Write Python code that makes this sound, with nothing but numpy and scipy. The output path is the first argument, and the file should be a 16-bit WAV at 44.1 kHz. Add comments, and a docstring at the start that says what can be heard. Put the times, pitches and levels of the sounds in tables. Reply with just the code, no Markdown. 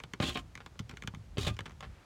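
"""Razor blade on a car window

A razor blade scrapes burnt tint film off the inside of a car window, heard from close by in the cabin. Two
strokes rasp down the pane: sprays of tiny fractures ring the pressed blade and the glass, and the edge catches.
Around and between them the blade ticks (short cracks and rings) and scuffs the film (sparser sprays). The pane
thuds in its low modes; filtered noise makes the arm's rumble, sleeve and cabin air."""
import sys
import numpy as np
from scipy import signal
from scipy.fft import rfft, irfft, next_fast_len
from scipy.io import wavfile
from scipy.ndimage import uniform_filter1d, map_coordinates

SR = 44100
rng = np.random.default_rng(int(sys.argv[2]) if len(sys.argv) > 2 else 0)


def transcribe(signal):
    """Save signal, clipped to [-1, 1], as a 16-bit WAV file at the path in sys.argv[1]."""
    frames = np.atleast_2d(signal).T
    limited = np.clip(frames, -1, 1)
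    pcm = np.round(limited * 32767).astype(np.int16)
    wavfile.write(sys.argv[1], SR, pcm)


N = 90404  # length in samples

# Rumble of the moving arm, before RUMBLE_DB: start_s, level_db
ARM_MOVES = [(0, -49), (.18, -61), (.28, -44), (.44, -48), (.55, -55.5), (.95, -53), (1.33, -50),
             (1.5, -44), (1.68, -58.5), (1.88, -46.5), (2.05, -65.5)]
# The sleeve brushes past at the end: start_s, level_db
SLEEVE_BRUSH = [(1.87, -70), (1.95, -64), (2.05, -68.5)]
# Noise colours of the rumble and the still air: pitch_hz, relative_level_db
RUMBLE_COLOUR = [(22, -45), (42, 4.5), (80, 1), (125, -3.5), (600, -42), (2000, -69)]
AIR_COLOUR = [(100, -0.5), (700, -7.5), (1500, -12), (7000, -22), (16000, -37.5)]
RUMBLE_DB, AIR_DB = 1, -63.5

# Blade ticks on the glass, before TICK_DB: start_s, level_db, treble_tilt_db_per_octave, favoured_pitch_hz
BLADE_TICKS = [(.0005, -35.5, -4.5, 2100), (0.036, -32, -3, 3050), (0.1352, -28.5, -2.5, 2100),
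               (0.395, -42.5, -4, 3400), (0.5525, -33.5, -1, 1790), (0.5747, -35.5, -3, 1940),
               (0.661, -34.5, -3, 2130), (0.7549, -47.5, -10.5, 1220), (0.7915, -32, 0, 2620),
               (0.796, -40, 4.5, 4400), (0.8, -48, -14, 2980), (0.8067, -50, 0, 3100),
               (0.8935, -35, -2.5, 3950), (0.9111, -38.5, -2.5, 2030), (0.9701, -35.5, -0.5, 1950),
               (1.022, -32.5, -1.5, 2150), (1.0356, -38.5, -3.5, 1170), (1.0739, -26, -2, 2850),
               (1.1368, -39, -11, 1220), (1.1468, -37.5, -1.5, 2750), (1.5664, -41.5, -1.5, 6500),
               (1.5895, -26.5, -3.5, 2640), (1.6057, -32.5, -4, 2100), (1.656, -34, -3.5, 2400),
               (1.661, -40.5, -0.5, 6000), (1.677, -41.5, -8.5, 6160), (1.695, -41.5, -5, 6170),
               (1.707, -44, -5, 6100), (1.7186, -44.5, -6.5, 6140), (1.806, -36.5, 0, 995),
               (1.826, -45, -6, 1840)]
# Resonances of the tapped blade and glass, before a random change per tick: pitch_hz, relative_level_db
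TAPPED_BLADE = [(950, -4), (1220, -2.5), (1550, -7), (2100, 0), (2330, 0), (3040, -0.5), (3500, -3),
                (4390, -14), (6000, -9), (6600, -12)]
# Noise colour of a tick's crack: pitch_hz, relative_level_db
CRACK_COLOUR = [(150, 7), (400, -4), (800, -11), (1300, -0.5), (6800, -9), (10000, -21), (16000, -28)]
BLADE_WIDTH_HZ, BLADE_LOSS = 110, 0.05  # resonance width: a fixed part plus a share of the pitch
TICK_DB, CRACK_DB, CRACK_T60_S = 15, 2.5, 0.018  # energy of a tick; its crack against its ring; crack decay
FAVOUR_DB, FAVOUR_OCTAVES = 4.5, 0.35  # boost near the favoured pitch, and its spread
BEND_S = 0.002622  # travel time of a 1 kHz bending wave in the glass; treble arrives first
TOP_HZ = 16150  # nothing is kept from here up

# The pane thuds, before THUD_DB: start_s, level_db, centre_hz
PANE_THUDS = [(0.136, -37.5, 205), (0.2021, -23, 190), (0.2274, -36, 262), (.285, -33, 168),
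              (0.358, -37.5, 352), (0.8015, -31, 157), (0.933, -38, 209), (1.046, -37.5, 170),
              (1.081, -36.5, 158), (1.138, -39, 142), (1.171, -37.5, 111), (1.381, -26, 424),
              (1.381, -25, 96), (1.4719, -25.5, 147), (1.509, -31.5, 111), (1.593, -35.5, 106),
              (1.829, -45.5, 109)]
# Low modes of the pane in its frame, before small random changes: pitch_hz, level_db, decay_60db_s
PANE_MODES = [(78.06, -14, 0.86), (107.4, -3.5, 0.15), (142, 2, 0.052), (180, -2.5, 0.055),
              (248, -7.5, 0.048), (408, -3, 0.061)]
THUD_DB, THUD_RISE_S, THUD_OCTAVES = 5, 0.0039, 0.7  # octaves: spread of modes that one thud reaches

# The edge catches in the film: start_s, level_db, decay_60db_s
EDGE_CATCHES = [(0.2009, -22, 0.023), (.2230, -28.5, 0.097), (.2375, -33.5, 0.05), (.288, -39, 0.026),
                (.3548, -31.5, 0.053), (1.3715, -36, 0.055), (1.3822, -33.5, 0.054), (1.4664, -29.5, 0.06),
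                (1.4805, -33, 0.024)]
# Light scuffs of the film: start_s, level_db, decay_60db_s
LIGHT_SCUFFS = [(.602, -44.5, 0.068), (.899, -55, 0.19), (.936, -44.5, 0.019), (1.657, -40, 0.077),
                (1.8053, -37.5, 0.028), (1.826, -39.5, 0.066), (1.841, -43, 0.08)]
# Colours of catches and scuffs; the sleeve shares the scuff colour: pitch_hz, relative_level_db
CATCH_COLOUR = [(100, 9), (280, 15.5), (700, -1.5), (2000, -2), (3800, 2), (5200, -14.5), (8000, -24),
                (16000, -53)]
SCUFF_COLOUR = [(200, -3), (600, 0.5), (1700, 1.5), (3300, -6.5), (6500, -23), (16000, -43)]
# A light scuff breaks fewer flakes
GRAINS_PER_S, SCUFF_GRAINS_PER_S, GRAIN_SPREAD_DB = 5000, 800, 1.5
# Bending modes of the scraped pane, against the direct sound: pitch_hz, level_db
GLASS_MODES = [(603, 7), (732, 5), (1065, 4), (1200, 9), (1600, 3), (1860, 1), (2505, 10), (3100, 2)]
GLASS_WIDTH_HZ = 30

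# The two strokes, before the gains below: start_s, hiss_level_db, coarse_rasp_level_db, treble_level_db
FIRST_STROKE = [(.208, -66, -58, -57), (.223, -42.5, -41, -47.5), (.25, -40, -48.5, -48),
                (.278, -37.5, -49.5, -44), (.31, -47, -56, -56.5), (.349, -51.5, -66, -56),
                (.358, -42, -46.5, -63.5), (.398, -51, -54.5, -56), (.42, -88, -107, -82)]
SECOND_STROKE = [(1.381, -51, -42, -43), (1.39, -49, -52, -53), (1.41, -44.5, -57, -48.5),
                 (1.445, -46, -52.5, -50.5), (1.464, -46.5, -58.5, -52), (1.477, -37.5, -39, -42),
                 (1.495, -47, -47, -52.5), (1.515, -62, -66.5, -67), (1.55, -65, -75, -68)]
HISS_DB, RASP_DB, TREBLE_DB = 1, 5, 0
# Resonances of the blade pressed on the pane, before the grip retunes them: pitch_hz, width_hz, relative_level_db
PRESSED_BLADE = [(2590, 210, -2), (3347, 260, 1.5), (4110, 140, -4.5), (4510, 170, -10.5)]
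# The grip retunes the pressed blade: start_s, pitch_ratio
GRIP_TUNING = [(0.279, 1.027), (0.359, .93), (1.384, 1.065), (1.449, 1.18), (1.475, 1.02)]
# Colours of the coarse rasp and the treble fizz: pitch_hz, relative_level_db
RASP_COLOUR = [(100, -4.5), (260, 15), (500, 0.5), (2400, 3), (4500, -28), (9000, -86)]
TREBLE_COLOUR = [(2500, -19), (4500, 1), (5500, 1), (7000, 2), (10500, -10), (16000, -19)]
SLIPS_PER_S, SLIP_T60_S, SLIP_DB = 130, 0.02, 4.5

# How long the car's interior answers: pitch_hz, decay_60db_s
CABIN_DECAY = [(150, 0.25), (1500, 0.037), (4000, 0.053), (12000, 0.014)]
CABIN_DB, CABIN_DELAY_S = -11.5, 0.003
LOW_CUT_HZ = 34.6


def amp(db):
    """Turn a level in dB into a gain."""
    return 10 ** (np.asarray(db) / 20)


def unit(x):
    """Scale x to an average strength (rms) of 1."""
    return x / np.sqrt(np.mean(x ** 2) + 1e-20)


def along(points, hz):
    """Read a curve of (Hz, value) points on a log pitch axis."""
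    pitch, value = np.transpose(points)
    return np.interp(np.log(hz + 1), np.log(pitch + 1), value)


def bump(hz, centre_hz, octaves):
    """A bell on a log pitch axis, 1 at its centre."""
    distance = np.log2((hz + 1) / centre_hz) / octaves
    return np.exp(-0.5 * distance ** 2)


def levels(rows):
    """One gain per sample for each dB column, silent outside the rows."""
    times, *columns = np.transpose(rows)
    now = np.arange(N) / SR
    curves = [np.interp(now, times, column, left=-np.inf, right=-np.inf) for column in columns]
    return [uniform_filter1d(amp(curve), size=64) for curve in curves]


def filtered(x, response):
    """Filter x by a complex response, given as a function of pitch."""
    size = next_fast_len(2 * len(x))
    hz = np.fft.rfftfreq(size, 1 / SR)
    return irfft(rfft(x, size) * response(hz), size)[:len(x)]


def coloured(x, spectrum):
    """Give x a spectrum with a filter that never sounds before its input."""
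    def response(hz):
        # Folding the log spectrum's echoes forward in time makes the filter minimum phase
        cepstrum = irfft(np.log(amp(along(spectrum, hz))), 2 * len(hz) - 2)
        half = len(cepstrum) // 2
        cepstrum[1:half] *= 2
        cepstrum[half + 1:] = 0
        return np.exp(rfft(cepstrum))
    return filtered(x, response)


def resonance(f, centre_hz, width_hz):
    """Response of one ringing mode, 1 at its centre."""
    return 1j * f * width_hz / (centre_hz ** 2 - f * f + 1j * f * width_hz)


def resonate(x, modes):
    """Ring x through (Hz, width, dB) resonances of alternating sign."""
    def response(f):
        return sum((-1) ** k * amp(db) * resonance(f, centre, width)
                   for k, (centre, width, db) in enumerate(modes))
    return filtered(x, response)


def dying(t, t60):
    """A decay of 60 dB in t60 seconds."""
    return np.exp(-np.log(1000) * t / t60)


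def add(track, s, sound):
    """Mix a sound into the track at time s."""
    i = max(round(s * SR), 0)
    track[i:i + len(sound)] += sound[:N - i]


def background():
    """Filtered noise for the moving arm's rumble, its brushing sleeve and the still cabin air."""
    def noise(spectrum):
        return unit(coloured(rng.standard_normal(N), spectrum))
    rumble = amp(RUMBLE_DB) * levels(ARM_MOVES)[0] * noise(RUMBLE_COLOUR)
    sleeve = levels(SLEEVE_BRUSH)[0] * noise(SCUFF_COLOUR)
    return rumble + sleeve + amp(AIR_DB) * noise(AIR_COLOUR)


def bend(f):
    """Bending waves in glass travel faster at higher pitch, so low pitches arrive later than TOP_HZ."""
    return np.exp(-4j * np.pi * BEND_S * (np.sqrt(1000 * f) - f * np.sqrt(1000 / TOP_HZ) / 2))


def ticks():
    """Each contact rings the blade with a short crack; the glass smears it into a quick falling chirp."""
    out, t = np.zeros(N), np.arange(4096) / SR
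    for s, db, tilt_db, favoured_hz in BLADE_TICKS:
        modes = [(hz, BLADE_WIDTH_HZ + BLADE_LOSS * hz, level + 2 * rng.normal())
                 for hz, level in TAPPED_BLADE]
        ring = resonate(1.0 * (t == 0), modes)
        crack = coloured(rng.standard_normal(len(t)) * dying(t, CRACK_T60_S), CRACK_COLOUR)

        def contact(f):
            tilt = tilt_db * np.log2(np.clip(f, 800, 5000) / 3000)
            favour = FAVOUR_DB * bump(f, favoured_hz, FAVOUR_OCTAVES)
            return bend(f) * amp(tilt + favour)
        tick = filtered(unit(ring) + amp(CRACK_DB) * unit(crack), contact)
        add(out, s, amp(db + TICK_DB) * tick / np.linalg.norm(tick))
    return out


def thuds():
    """Each thud swings the pane in the low modes that lie near its centre."""
    out, t = np.zeros(N), np.arange(SR // 3) / SR
    rise = 1 - np.exp(-t / THUD_RISE_S)
    for s, db, centre_hz in PANE_THUDS:
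        swing = np.zeros(len(t))
        for hz, level, t60 in PANE_MODES:
            gain = amp(level + rng.normal()) * bump(hz, centre_hz, THUD_OCTAVES)
            pitch = hz * (1 + 0.022 * rng.normal())
            swing += gain * np.sin(2 * np.pi * pitch * t) * dying(t, t60)
        add(out, s, amp(db + THUD_DB) * swing * rise)
    return out


def grains(n, rate=GRAINS_PER_S):
    """Tiny fractures of the brittle film: impulses of uneven size, about rate a second."""
    hit = rng.random(n) < rate / SR
    sign = np.sign(rng.standard_normal(n))
    return hit * sign * amp(GRAIN_SPREAD_DB * rng.standard_normal(n))


def bursts(rows, spectrum, rate, rise_s):
    """Short slips of the edge: each is a spray of fractures that rises and dies."""
    out, t = np.zeros(N), np.arange(SR // 6) / SR
    rise = 1 - np.exp(-t / rise_s)
    for s, db, t60 in rows:
        spray = unit(coloured(grains(len(t), rate), spectrum))
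        add(out, s, amp(db) * spray * rise * dying(t, t60))
    return out


def glass(x):
    """Let the narrow bending modes of the pane ring on top of x."""
    def response(f):
        return 1 + sum(amp(db) * resonance(f, centre, GLASS_WIDTH_HZ) for centre, db in GLASS_MODES)
    return filtered(x, response)


def catches():
    """The edge catches in the film: dense, sudden sprays of fractures that ring the pane."""
    return glass(bursts(EDGE_CATCHES, CATCH_COLOUR, GRAINS_PER_S, rise_s=0.00029))


def chatter():
    """Stick and slip: at uneven moments a flake gives way, and the gain jumps and sags."""
    slips = (rng.random(N) < SLIPS_PER_S / SR) * rng.uniform(0.23, 1, N)
    sag = dying(np.arange(SR // 10) / SR, SLIP_T60_S)
    return unit(1 + amp(SLIP_DB) * signal.fftconvolve(slips, sag)[:N])


def stroke(rows):
    """The sliding edge shatters the film: grains ring the pressed blade, rasp in the pane and fizz."""
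    hiss, rasp, treble = chatter() * np.array(levels(rows))
    tuning = np.interp(np.arange(N) / SR, *np.transpose(GRIP_TUNING))
    # Reading the ringing faster or slower shifts its pitch
    ring = map_coordinates(resonate(grains(2 * N), PRESSED_BLADE), [np.cumsum(tuning)])
    coarse = rasp * unit(coloured(grains(N), RASP_COLOUR))
    fizz = treble * unit(coloured(grains(N), TREBLE_COLOUR))
    return amp(HISS_DB) * hiss * unit(ring) + amp(RASP_DB) * glass(coarse) + amp(TREBLE_DB) * fizz


def scuffs():
    """The blade lightly scuffs the film: sparser sprays of fractures with a softer rise."""
    return bursts(LIGHT_SCUFFS, SCUFF_COLOUR, SCUFF_GRAINS_PER_S, rise_s=0.0015)


def cabin(x):
    """The short, padded answer of the car's interior: an echo tail of noise that dies by pitch."""
    hz, t, noise = signal.stft(rng.standard_normal(SR // 4), SR, nperseg=128)
    decay = dying(t, along(CABIN_DECAY, hz)[:, None])
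    tail = signal.istft(noise * decay, SR, nperseg=128)[1]
    delayed = np.pad(x, (round(CABIN_DELAY_S * SR), 0))
    return signal.fftconvolve(delayed, tail / np.linalg.norm(tail))[:N]


def scene():
    """Blade, pane and cabin in one channel."""
    slips = catches() + scuffs()
    blade = ticks() + slips + stroke(FIRST_STROKE) + stroke(SECOND_STROKE)
    return (blade + amp(CABIN_DB) * cabin(blade) + thuds() + background())[None]


def record(dry):
    """Thin the deepest bass and keep nothing from TOP_HZ up."""
    def response(hz):
        return (1j * hz / (1j * hz + LOW_CUT_HZ)) ** 2 * (hz < TOP_HZ)
    return np.array([filtered(x, response) for x in dry])


dry = scene()
out = record(dry)
transcribe(out)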